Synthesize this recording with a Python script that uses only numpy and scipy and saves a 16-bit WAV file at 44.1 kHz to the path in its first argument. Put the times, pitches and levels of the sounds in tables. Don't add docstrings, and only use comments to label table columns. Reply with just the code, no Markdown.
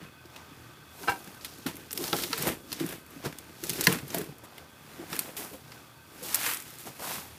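import sys
import numpy as np
from scipy import signal
from scipy.fft import rfft, irfft, next_fast_len
from scipy.io import wavfile
from scipy.ndimage import uniform_filter1d

SR = 44100
rng = np.random.default_rng(int(sys.argv[2]) if len(sys.argv) > 2 else 0)


def master_out(mix):
    frames = np.transpose(np.atleast_2d(mix))
    ceiling = np.clip(frames, -1, 1)
    pcm = np.round(ceiling * 32767).astype(np.int16)
    wavfile.write(sys.argv[1], SR, pcm)


N = 325458


def gain_of(db):
    return 10 ** (np.asarray(db) / 20)


def unit_rms(x):
    return x / np.sqrt(np.mean(x ** 2) + 1e-20)


def curves(rows):
    s, *columns = np.transpose(rows)
    t = np.arange(N) / SR
    return [np.interp(t, s, column) for column in columns]


def add(mix, s, sound):
    part = mix[max(round(s * SR), 0):][:len(sound)]
    part += sound[:len(part)]


def high_pass(x, hz):
    return signal.lfilter(*signal.butter(2, hz, "high", fs=SR), x)


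def coloured(x, points):
    f, db = np.transpose(points)
    size = next_fast_len(len(x))
    hz = np.fft.rfftfreq(size, 1 / SR)
    weight = gain_of(np.interp(np.log(hz + 1), np.log(f + 1), db))
    return unit_rms(irfft(rfft(x, size) * weight, size)[:len(x)])


def resonate(x, hz, width):
    turn = np.exp(2j * np.pi * np.cumsum(hz * np.ones(len(x))) / SR)
    r = np.exp(-np.pi * width / SR)
    smooth = signal.lfilter([1 - r], [1, -r], x / turn + 1e-18)
    return 2 * (turn * smooth).real


def grains(per_s, spread_db):
    size = gain_of(spread_db * np.minimum(rng.exponential(1, N), 5))
    return unit_rms(size * rng.standard_normal(N) * (rng.random(N) < per_s / SR))


def steadied(x, span_s):
    return x / np.sqrt(uniform_filter1d(x ** 2, round(span_s * SR)) + 1e-12)


# pitch_hz [Hz], relative level_db [dB per Hz]
ROOM_SPECTRUM = [(20, -28), (60, -10), (100, 5), (200, -4), (350, -0.5), (690, -4), (1400, -7), (2000, -21),
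                 (3000, -15), (4000, -17), (7000, -21.5), (13600, -26), (15200, -17), (16800, -11)]
ROOM_DB = -59.5
# pitch_hz [Hz], width_hz of the first filter [Hz], level_db before drift [dB]
WHIR_BANDS = [(80.8, 7.2, -60.5), (118.7, 5.9, -61), (148.2, 8.4, -62), (906, 54, -69), (1217, 155, -61),
              (1532, 49, -61.5), (2280, 21, -86), (2545, 73, -66), (3410, 210, -65), (4460, 150, -70.5),
              (4860, 72, -76.5)]
# time_s [s], level_db [dB]
WHIR_DRIFT = [(0, -2.5), (1.5, -3.5), (3, -4), (4.5, -5), (6, -3.5), (7.38, -3.5)]
FLUTTER_DB, FLUTTER_S = 2.5, 0.039


def room():
    air = gain_of(ROOM_DB) * coloured(rng.standard_normal(N), ROOM_SPECTRUM)
    noise, whir, span = rng.standard_normal(N), np.zeros(N), round(FLUTTER_S * SR)
    for hz, width, db in WHIR_BANDS:
        flutter = rng.standard_normal(N)
        flutter = unit_rms(uniform_filter1d(uniform_filter1d(flutter, span), span))
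        band = unit_rms(resonate(resonate(noise, hz, width), hz, 2 * width))
        whir += gain_of(db + FLUTTER_DB * flutter) * band
    return air + whir * gain_of(curves(WHIR_DRIFT)[0])


def cage(x):
    t = np.arange(6000) / SR
    signs = rng.choice([-1., 1.], len(t))
    present = (rng.random(len(t)) < .06) * (t > .002)
    taps = signs * present * gain_of(-60 * t / 0.034)
    return signal.oaconvolve(x, taps / np.linalg.norm(taps))[:N]


# start_s [s], rise_s [s per 20 dB], hold_s [s; sign ignored],
# fall_s [s per 20 dB], fizz_db, tick_db, scrape_db, crunch_db, rumble_db [dB]; rise and fall have lower limits
MOVES = [(0.031, 0.1, 0, 0.14, -63.5, -59, -51.5, -70, -49.5),
         (.376, 0.16, 0, 0.18, -70, -57, -57, -53, -59), (0.552, 1.3, 0.14, 1, -66, -62.5, -59, -66, -58),
         (1.04, 0.19, 0.061, 0.24, -49.5, -50.5, -57, -51, -55),
         (1.095, 0, 0.0033, 0.04, -42, -39.5, -37, -38, -34.5),
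         (1.14, .05, 0, 0.1, -60, -64, -66, -51, -51), (1.275, 0.26, 0, 0.8, -57.5, -58, -57, -57, -55.5),
         (1.416, -0.7, 0, 1.4, -59, -53.5, -66, -66, -57),
         (1.455, -0.37, 0, 0.1, -62, -49.5, -53.5, -66, -64),
         (1.668, -0.03, 0, .065, -40, -39.5, -37, -42, -39.5),
         (1.8, 0.5, 0.0035, 0.3, -58, -67, -55.5, -67, -52),
         (1.952, -0.09, 0.004, 0.87, -47, -49, -56, -67.5, -45.5),
         (2.032, 0.09, .03, 0.3, -41, -41.5, -48.5, -45, -50),
         (2.138, -0.1856, 0, .05, -39, -45, -42, -33.5, -30.5),
         (2.166, 0.05, 0.067, 0.15, -41, -39.5, -44.5, -56, -43.5),
         (2.314, -0.1, 0.08, 0.02, -51, -43.5, -46, -65, -58),
         (2.414, 0.09, 0.028, 0.11, -40, -40, -41, -46.5, -39.5),
         (2.473, 0.0365, 0.013, 0.06, -34.5, -40, -34.5, -34.5, -32.5),
         (2.52, -0.16, 0, .06, -46, -48, -42.5, -50, -39), (2.651, .2, 0, 0.5, -69, -72, -66, -75, -54.5),
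         (2.727, 0.06, 0, 0.17, -49.5, -44.5, -51, -54.5, -47),
         (2.807, 0.05, 0.0037, 0.12, -49, -47.5, -43.5, -56, -45),
         (2.907, 0.22, 0.027, .11, -48, -51, -47, -55, -44.5),
         (3.117, .12, 0.084, 1, -60, -59, -58, -70, -53.5),
         (3.256, 0.03, 0.0028, 0.05, -44, -41, -40, -37.5, -35.5),
         (3.4, 0.6, 0, 1.3, -64, -63, -59, -63, -68.5), (3.638, 0.01, 0.011, 0, -40, -51, -48, -54.5, -43),
         (3.694, 0.15, 0.073, 0.14, -46, -43, -51, -53, -46.5),
         (3.79, 0.06, 0.015, 0.11, -43, -48, -43, -55, -39),
         (3.846, 0.1, 0.033, 0.07, -45, -38, -45, -60, -48),
         (3.885, 0.01, 0.051, 0.1, -39, -40.5, -36, -43.5, -38.5),
         (4.1, 0.1, 0.041, 0.2, -54, -51.5, -57, -65, -65),
         (4.154, 0.09, 0.015, 0.12, -44, -46, -43.5, -48.5, -38.5),
         (4.215, 0.03, 0, 0.05, -50, -54, -50, -49, -44),
         (4.307, 1.45, 0.0079, .07, -63, -62.5, -61, -61, -49),
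         (4.438, -0.3, 0.015, 0.02, -54, -59, -55, -53, -51.5),
         (4.597, 0.68, 0, 0.25, -64, -59.5, -59, -55, -57),
         (4.94, 0.45, 0, 1.6, -58, -57.5, -55, -59.5, -55),
         (5.016, .1, 0.025, -0.2, -62, -65, -66, -51.5, -47),
         (5.135, 0.07, 0.011, 0.1, -43, -44.5, -42.5, -51, -44),
         (5.2, 0.04, 0, 0.2, -43.5, -49.5, -50, -69, -56),
         (5.29, 0.52, 0.014, -0.1, -70, -59, -54, -50.5, -50.5),
         (5.368, -0.01, 0, 0.18, -37.5, -43.5, -46.5, -57, -63),
         (5.414, 0.13, 0, 0.15, -55, -53, -50, -45.5, -46.5),
         (5.531, -0.06, 0.0074, 0.05, -50.5, -54.5, -56, -50, -45),
         (5.735, 0.3, 0, 0.43, -61, -57.5, -58, -57, -57),
         (6.157, .16, .05, 1, -61, -73, -61, -62.5, -54.5),
         (6.23, -0.04, 0.065, 0.48, -43, -46.5, -63, -54, -51.5),
         (6.338, 0.21, 0.1, 0.12, -42, -42, -43.5, -47, -64.5),
         (6.454, 0.13, 0.057, .1, -34, -40, -35, -53, -52), (6.61, 0.2, 0, -0.2, -54.5, -58, -53, -71, -60),
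         (6.7, 0.47, 0, 0.4, -54, -53.5, -54.5, -65, -58), (6.795, -0.06, 0, 0.14, -46, -51, -54, -62, -65),
         (6.869, 0.03, 0.00062, 0.08, -46.5, -47, -51, -44, -46.5),
         (6.995, -0.03, 0.015, .1, -50, -51, -53, -45, -48.5),
         (7.032, 0.04, 0.022, 0.29, -42.5, -47, -52, -42, -53),
         (7.102, 0.17, 0.054, 0.13, -41, -42.5, -43.5, -46, -51.5),
         (7.3, 1.5, .08, .2, -60, -60, -58.5, -66, -59.5)]
# fizz_db, tick_db, scrape_db, crunch_db, rumble_db [dB]
REST_DB = [-68.5, -79, -79, -92, -72.5]
SETTLE_DB = [-27, -25, -35, -32, -16.5]
SETTLE_S = [0.1, 0.23, .3, 0.4, 0.31]


def motion():
    t = np.arange(0, N / SR + .004, .002)
    power = gain_of(REST_DB)[:, None] ** 2 * np.ones(len(t))
    for s, rise, hold, fall, *db in MOVES:
        early = np.maximum(s - t, 0)
        late = np.maximum(t - s - abs(hold), 0)
        up = gain_of(np.array(db)[:, None] - 20 * early / max(rise, .004))
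        down = gain_of(-20 * late / max(fall, .01))
        settle = gain_of(np.array(SETTLE_DB)[:, None] - 20 * late / np.array(SETTLE_S)[:, None])
        power = power + up ** 2 * (down ** 2 + settle ** 2)
    return curves(np.vstack([t, 10 * np.log10(power)]).T)


SHUDDER_HZ, SHUDDER_DB = 54, -13


def shudder(rumble_db):
    shake = resonate(resonate(rng.standard_normal(N), SHUDDER_HZ, 65), 32, 70)
    return gain_of(rumble_db + SHUDDER_DB) * unit_rms(shake)


FLOOR_HZ, FLOOR_HZ_PER_DB = 294, 3.5
CRUNCH_HZ, CRUNCH_HZ_PER_DB = 722, 15


def tray(crunch_db, rumble_db, scrape_db):
    floor_hz = FLOOR_HZ + FLOOR_HZ_PER_DB * (rumble_db + 45)
    crunch_hz = CRUNCH_HZ + CRUNCH_HZ_PER_DB * (scrape_db - rumble_db)
    slips = grains(per_s=600, spread_db=-2.0)
    loaded = resonate(resonate(slips, floor_hz, 177), floor_hz, 350)
    free = resonate(resonate(slips, 136, 270), 210, 470)
    pressed = grains(per_s=2200, spread_db=1.25)
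    crunch = resonate(resonate(pressed, crunch_hz, 570), crunch_hz, 1600)
    rumble = high_pass(unit_rms(loaded) + 0.84 * unit_rms(free), 95)
    return gain_of(rumble_db) * steadied(rumble, 0.037) + gain_of(crunch_db) * steadied(crunch, 0.072)


# [s, limited to .01-.12]
THUMPS = [(0.022, -32.5, 189, 0.072), (0.251, -36.5, 316, 0.039), (0.513, -38, 300, 0.038),
          (1.009, -34, 400, 0.074), (1.033, -35, 293, 0.059), (1.073, -28, 332, 0.075),
          (1.273, -32.5, 200, 0.073), (1.584, -35.5, 272, 0.058), (1.659, -17.5, 266, 0.059),
          (1.691, -29, 182, 0.043), (1.744, -39, 294, 0.065), (1.932, -34.5, 425, 0.067),
          (1.988, -26.5, 340, 0.091), (2.008, -21.5, 400, 0.046), (2.034, -25.5, 347, 0.055),
          (2.127, -17, 344, 0.046), (2.237, -27, 343, 0.092), (2.3, -27.5, 269, 0.055),
          (2.396, -29, 154, 0.087), (2.43, -24, 161, 0.038), (2.464, -16, 517, 0.038),
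          (2.506, -26, 244, 0.086), (2.705, -36, 300, 0.081), (2.806, -16.5, 322, 0.085),
          (2.82, -21, 297, 0.05), (2.839, -17, 310, 0.062), (2.856, -30, 168, 0.043),
          (2.925, -29, 333, 0.039), (3.161, -33, 276, 0.11), (3.254, -23, 366, 0.073),
          (3.262, -23.5, 157, 0.096), (3.493, -37, 320, 0.054), (3.631, -26, 336, 0.051),
          (3.693, -29.5, 363, 0.06), (3.705, -25, 130, 0.064), (3.789, -27, 340, 0.081),
          (3.874, -7.5, 167, 0.033), (3.895, -16, 146, 0.051), (3.922, -20, 166, 0.06),
          (3.955, -21, 242, 0.057), (4.027, -27, 139, 0.12), (4.142, -25.5, 671, 0.14),
          (4.165, -22.5, 144, 0.045), (4.188, -25, 421, 0.1), (4.208, -22, 182, 0.055),
          (4.284, -30, 144, 0.11), (4.993, -28.5, 333, 0.085), (5.118, -28.5, 168, 0.049),
          (5.184, -33, 292, 0.052), (5.269, -36, 550, 0.054), (5.286, -36, 518, 0.073),
          (5.386, -33, 426, 0.062), (5.426, -34, 340, 0.055), (5.513, -34, 400, 0.055),
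          (5.54, -35, 520, 0.08), (6.219, -33.5, 501, 0.11), (6.854, -33.5, 317, 0.024),
          (6.876, -36, 138, 0.14), (7.071, -34, 720, 0.091), (7.178, -35.5, 194, 0.087)]
# pitch_hz [Hz], level_db before random variation [dB], t60_s [s]
TRAY_MODES = [(171, -9, 0.092), (264, -22.5, 0.026), (288.6, -7, 0.059), (335.4, -13.5, 0.075),
              (425, -10, 0.034), (660, -14.5, 0.029)]


def thumps():
    out, t = np.zeros(N), np.arange(8000) / SR
    tray_hz, tray_db, tray_t60 = np.transpose(TRAY_MODES)[:, :, None]
    for s, db, hz, t60 in THUMPS:
        spot = gain_of(-60 * t / np.clip(t60, .01, .12)) * np.sin(2 * np.pi * hz * t)
        mode_db = tray_db + rng.normal(0, 2.5, tray_hz.shape)
        modes = gain_of(mode_db - 60 * t / tray_t60) * np.sin(2 * np.pi * tray_hz * t)
        soft_onset = 1 - np.exp(-t / 0.0058)
        add(out, s, gain_of(db) * (spot + modes.sum(0)) * soft_onset)
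    return high_pass(out, 100)


# start_s [s], level_db [dB]
RATTLE = [(.989, -44.5), (1.036, -35), (1.0745, -26), (1.079, -19), (1.083, -14.5), (1.0875, -17),
          (1.092, -17), (1.0985, -26), (1.108, -34), (1.119, -23.5), (1.14, -34), (1.158, -34.5)]
# pitch_hz before detuning [Hz], relative level_db [dB], t60_s [s]
HUTCH_MODES = [(490, -10, 0.061), (786, 8, 0.1), (960, 2.5, 0.11), (1360, 3.5, 0.048), (1570, 9, 0.058),
               (2320, 2.5, 0.036), (2750, -2, 0.063), (3230, -10, 0.054), (3730, -16, 0.042),
               (4110, -7, 0.047), (5050, -10, .05)]
# start_s [s], level_db [dB], mode_factor on the pitches [ratio]
KNOCKS = [(1.663, -27, 0.84), (2.0385, -34, 0.84), (2.13, -16, 0.84), (2.3305, -17, 1), (2.471, -25, 0.82),
          (3.258, -31, 0.86), (3.8693, -7.5, 1.05), (4.144, -29.5, 0.98), (5.1295, -30.5, 0.91),
          (5.719, -36.5, 1.05), (6.3452, -28, 1.26), (6.462, -24, 1.1)]
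# pitch_hz before factor and detuning [Hz], relative level_db [dB], t60_s [s]
COB_MODES = [(442.4, -12.5, 0.21), (963, -5, 0.067), (1356, -5.5, 0.046), (1590, -4, 0.045),
             (1838, 4.5, 0.013), (2140, -4, 0.017), (2620, -12, 0.038), (2850, -10, 0.018),
             (4030, 1, 0.023), (4450, 11, 0.0072), (5660, 4, 0.011)]
DETUNE = 0.014


def struck(blows, modes, crack):
    out, t = np.zeros(N), np.arange(10000) / SR
    hz, db, t60 = np.transpose(modes)[:, :, None]
    for s, level_db, *factor in blows:
        spot_db = rng.normal(0, 1.0, hz.shape)
        phase = rng.uniform(0, 2.1, hz.shape)
        shift = np.prod(factor) * (1 + DETUNE * rng.standard_normal(hz.shape))
        partials = gain_of(db + spot_db - 60 * t / t60) * np.sin(2 * np.pi * hz * shift * t + phase)
        ring = partials.sum(0) * np.minimum(t / .0008, 1)
        tick = resonate(rng.standard_normal(len(t)), 5600, 6600) * gain_of(-60 * t / 0.0033)
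        add(out, s, gain_of(level_db) * (ring / abs(ring).max() + crack * tick / abs(tick).max()))
    return out


SMALL_RING_DB, SMALL_CRACK_DB = -13, 11
SMALL_SPREAD_DB, SMALL_T60 = 6, 0.011


def small_snaps(fizz_db, count):
    when, pitch, ring, crack = rng.uniform([0, 0, .2, .2], 1, (count, 4)).T
    s = when * (N - 1) / SR
    db = fizz_db[(s * SR).astype(int)]
    ring_db = db + SMALL_RING_DB - SMALL_SPREAD_DB * np.log(ring)
    crack_db = db + SMALL_CRACK_DB - SMALL_SPREAD_DB * np.log(crack)
    return list(zip(s, ring_db, 1500 * 5.5 ** pitch, crack_db, np.full(count, SMALL_T60)))


# start_s [s], ring level_db before the bass limit [dB],
# pitch_hz [Hz], bright crack level_db before the bass limit [dB], t60_s of the burst [s]
SNAPS = [(.2558, -40, 4300, -46, 0.02), (.361, -32, 3100, -44, .036), (.8361, -44, 1510, -64, .018),
         (1.031, -31, 4570, -45, 0.016), (1.1906, -51, 1510, -34, .015), (1.243, -40.5, 6460, -35, .016),
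         (1.2737, -34, 1850, -48, 0.042), (1.3467, -57, 1720, -37, .015), (1.41, -34.5, 4260, -49, 0.017),
         (1.446, -26.5, 4100, -24.5, 0.058), (1.537, -40, 4690, -41, 0.011), (1.5844, -53, 5070, -35, .017),
         (1.6638, -25, 1520, -26, 0.027), (1.7551, -47, 8480, -28, 0.012), (1.7678, -43, 2280, -24, .011),
         (1.9073, -23.5, 4800, -45, .023), (1.9146, -50, 4780, -20, 0.017),
         (1.9288, -49.5, 4000, -15.5, 0.021), (1.975, -21.5, 5360, -19.5, .025),
         (2.0395, -17.5, 4750, -32, 0.0056), (2.079, -21.5, 4470, -36, 0.031),
         (2.129, -12, 2770, -35, 0.012), (2.1651, -22, 5000, -18, 0.012), (2.1861, -22, 1510, -31, 0.03),
         (2.2213, -29, 4220, -22, .015), (2.235, -18, 4100, -21, 0.033), (2.3063, -35, 2970, -25, 0.017),
         (2.3289, -16, 1810, -39, 0.039), (2.3777, -23.5, 1670, -21, 0.021), (2.384, -45, 6850, -17, .015),
         (2.4235, -42, 7450, -11, 0.016), (2.4698, -19, 1620, -25, 0.014), (2.488, -31, 2450, -19, .015),
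         (2.4766, -40, 5940, -16, 0.016), (2.7182, -21.5, 4350, -38, 0.012),
         (2.7275, -19, 4640, -17.5, 0.021), (2.798, -28.5, 4200, -30, 0.06),
         (2.8625, -37.5, 1510, -23, 0.025), (2.8885, -34, 3320, -26, 0.05),
         (2.924, -27.5, 1510, -33, 0.028), (3.063, -48, 2580, -37, .016), (3.106, -54, 3360, -35, .015),
         (3.256, -26, 1590, -32, 0.018), (3.3259, -27, 1670, -44, 0.018), (3.3855, -25.5, 8340, -28, 0.016),
         (3.4937, -40, 2410, -48, 0.017), (3.6372, -22, 6000, -24, 0.022), (3.654, -31, 6420, -33, .018),
         (3.667, -32, 6420, -28, 0.031), (3.6942, -26, 3730, -12.5, 0.031),
         (3.7004, -17.5, 5700, -37, .018), (3.7325, -29, 2410, -21, 0.03),
         (3.809, -10.5, 7100, -14.5, 0.024), (3.8387, -24, 6200, -14, 0.047),
         (3.8485, -29, 7620, -13, 0.019), (3.8695, -3, 2100, -6.5, 0.018), (3.925, -24, 2630, -15, 0.022),
         (3.986, -26.5, 1640, -43, 0.022), (4.081, -43, 1540, -25, 0.017), (4.1033, -26, 5510, -37, 0.017),
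         (4.1451, -22, 1700, -14.5, 0.027), (4.183, -42.5, 6500, -14, 0.018),
         (4.2139, -27.5, 1600, -34, .027), (4.2418, -42, 7020, -31.5, .015),
         (4.3824, -49.5, 1550, -36, 0.017), (4.58, -32.5, 2740, -36.5, .026),
         (5.1289, -21, 1560, -37, 0.019), (5.164, -28.5, 1770, -21, 0.019),
         (5.1912, -30, 4100, -6.5, 0.018), (5.1553, -44, 2540, -22.5, .015),
         (5.1962, -37, 7410, -31, 0.013), (5.2322, -34, 4130, -48.5, 0.023), (5.447, -40, 5000, -26, .015),
         (5.7201, -32.5, 2780, -39.5, 0.013), (6.3444, -21, 8500, -2, 0.021),
         (6.3562, -46, 8050, -6, 0.0082), (6.4631, -17.5, 1640, -32, .023), (6.535, -40, 1500, -12, 0.012),
         (6.5446, -38, 5380, -16, 0.018), (6.5703, -21.5, 8100, -37, .015), (6.6003, -27, 7710, -30, 0.013),
         (6.6224, -51, 7840, -27, .015), (6.6779, -50, 2890, -32, .015), (6.7035, -51, 1510, -31, 0.017),
         (6.7384, -45, 2540, -32, .015), (6.7851, -36, 7580, -31.5, 0.017), (7.0606, -48, 4650, -32, 0.013)]
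SNAP_RISE_S = 0.0015
RING_WIDTH = 0.32
SHOULDER, CLICK, SNAP_LOW_HZ = 0.39, 3.46, 920


def snaps(rows):
    out, t = np.zeros(N), np.arange(2000) / SR
    for s, ring_db, hz, crack_db, t60 in rows:
        decay = gain_of(-60 * t / max(t60, .003))
        burst = rng.standard_normal(len(t)) * decay * np.minimum(t / SNAP_RISE_S, 1)
        burst[45] += CLICK
        burst[102] += 2.5 * rng.standard_normal()
        ring = resonate(resonate(burst, hz, RING_WIDTH * hz), hz, 1.5 * hz)
        ring = ring + SHOULDER * resonate(burst, 2500, 4000)
        crack = resonate(resonate(burst, 10640, 7500), 12600, 8000)
        ring_part = gain_of(ring_db) * ring / abs(ring).max()
        add(out, s, ring_part + gain_of(crack_db) * crack / abs(crack).max())
    return high_pass(out, SNAP_LOW_HZ)


# pitch_hz [Hz], relative level_db [dB per Hz]
FLAKES = [(4000, -43), (6500, -7), (8000, -2.5), (10200, -0.5), (12200, 1), (13500, 0), (15200, -5.5),
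          (16800, -8)]
# pitch_hz [Hz], relative level_db [dB per Hz]
STALKS = [(1500, -49), (2800, -3), (3500, 1), (4500, 1.5), (5500, 1.5), (7000, -2.5), (10000, -10.5)]
SCRAPE_HZ, SCRAPE_HZ_PER_DB = 1740, 23


def shavings(fizz_db, tick_db, scrape_db):
    hz = SCRAPE_HZ + SCRAPE_HZ_PER_DB * (fizz_db - scrape_db)
    shared = grains(per_s=4400, spread_db=-1.5)
    fizz = coloured(grains(per_s=15000, spread_db=1.5) + .5 * shared, FLAKES)
    tick = coloured(grains(per_s=6000, spread_db=-0.9) + .5 * shared, STALKS)
    chips = grains(per_s=2500, spread_db=0.0) + .5 * shared
    scrape = resonate(resonate(resonate(chips, hz, 2340), hz, 4100), hz, 4600)
    scrape = high_pass(scrape, 800)
    layers = (fizz_db, fizz), (tick_db, tick), (scrape_db, scrape)
    return sum(gain_of(db) * steadied(x, .05) for db, x in layers)


def scene():
    fizz_db, tick_db, scrape_db, crunch_db, rumble_db = motion()
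    breaks = snaps(SNAPS + small_snaps(fizz_db, count=110))
    rattle = struck(RATTLE, HUTCH_MODES, crack=0.27)
    knocks = struck(KNOCKS, COB_MODES, crack=0.57)
    hits = breaks + rattle + knocks
    floor = tray(crunch_db, rumble_db, scrape_db) + shudder(rumble_db)
    bedding = shavings(fizz_db, tick_db, scrape_db) + floor
    return (room() + gain_of(-9) * cage(hits) + thumps() + hits + bedding)[None]


TOP_HZ, TOP_DB = 15480, -26
EDGE_HZ = 16800


def record(dry):
    dry = high_pass(dry, 62)
    dry = dry / (1 + dry ** 6) ** (1 / 6)
    low = signal.oaconvolve(dry, signal.firwin(401, TOP_HZ, fs=SR)[None], "same")
    heard = low + gain_of(TOP_DB) * (dry - low)
    edge = signal.firwin(1023, EDGE_HZ, window=("kaiser", 9), fs=SR)
    return signal.oaconvolve(heard, edge[None], "same")


dry = scene()
out = record(dry)
master_out(out)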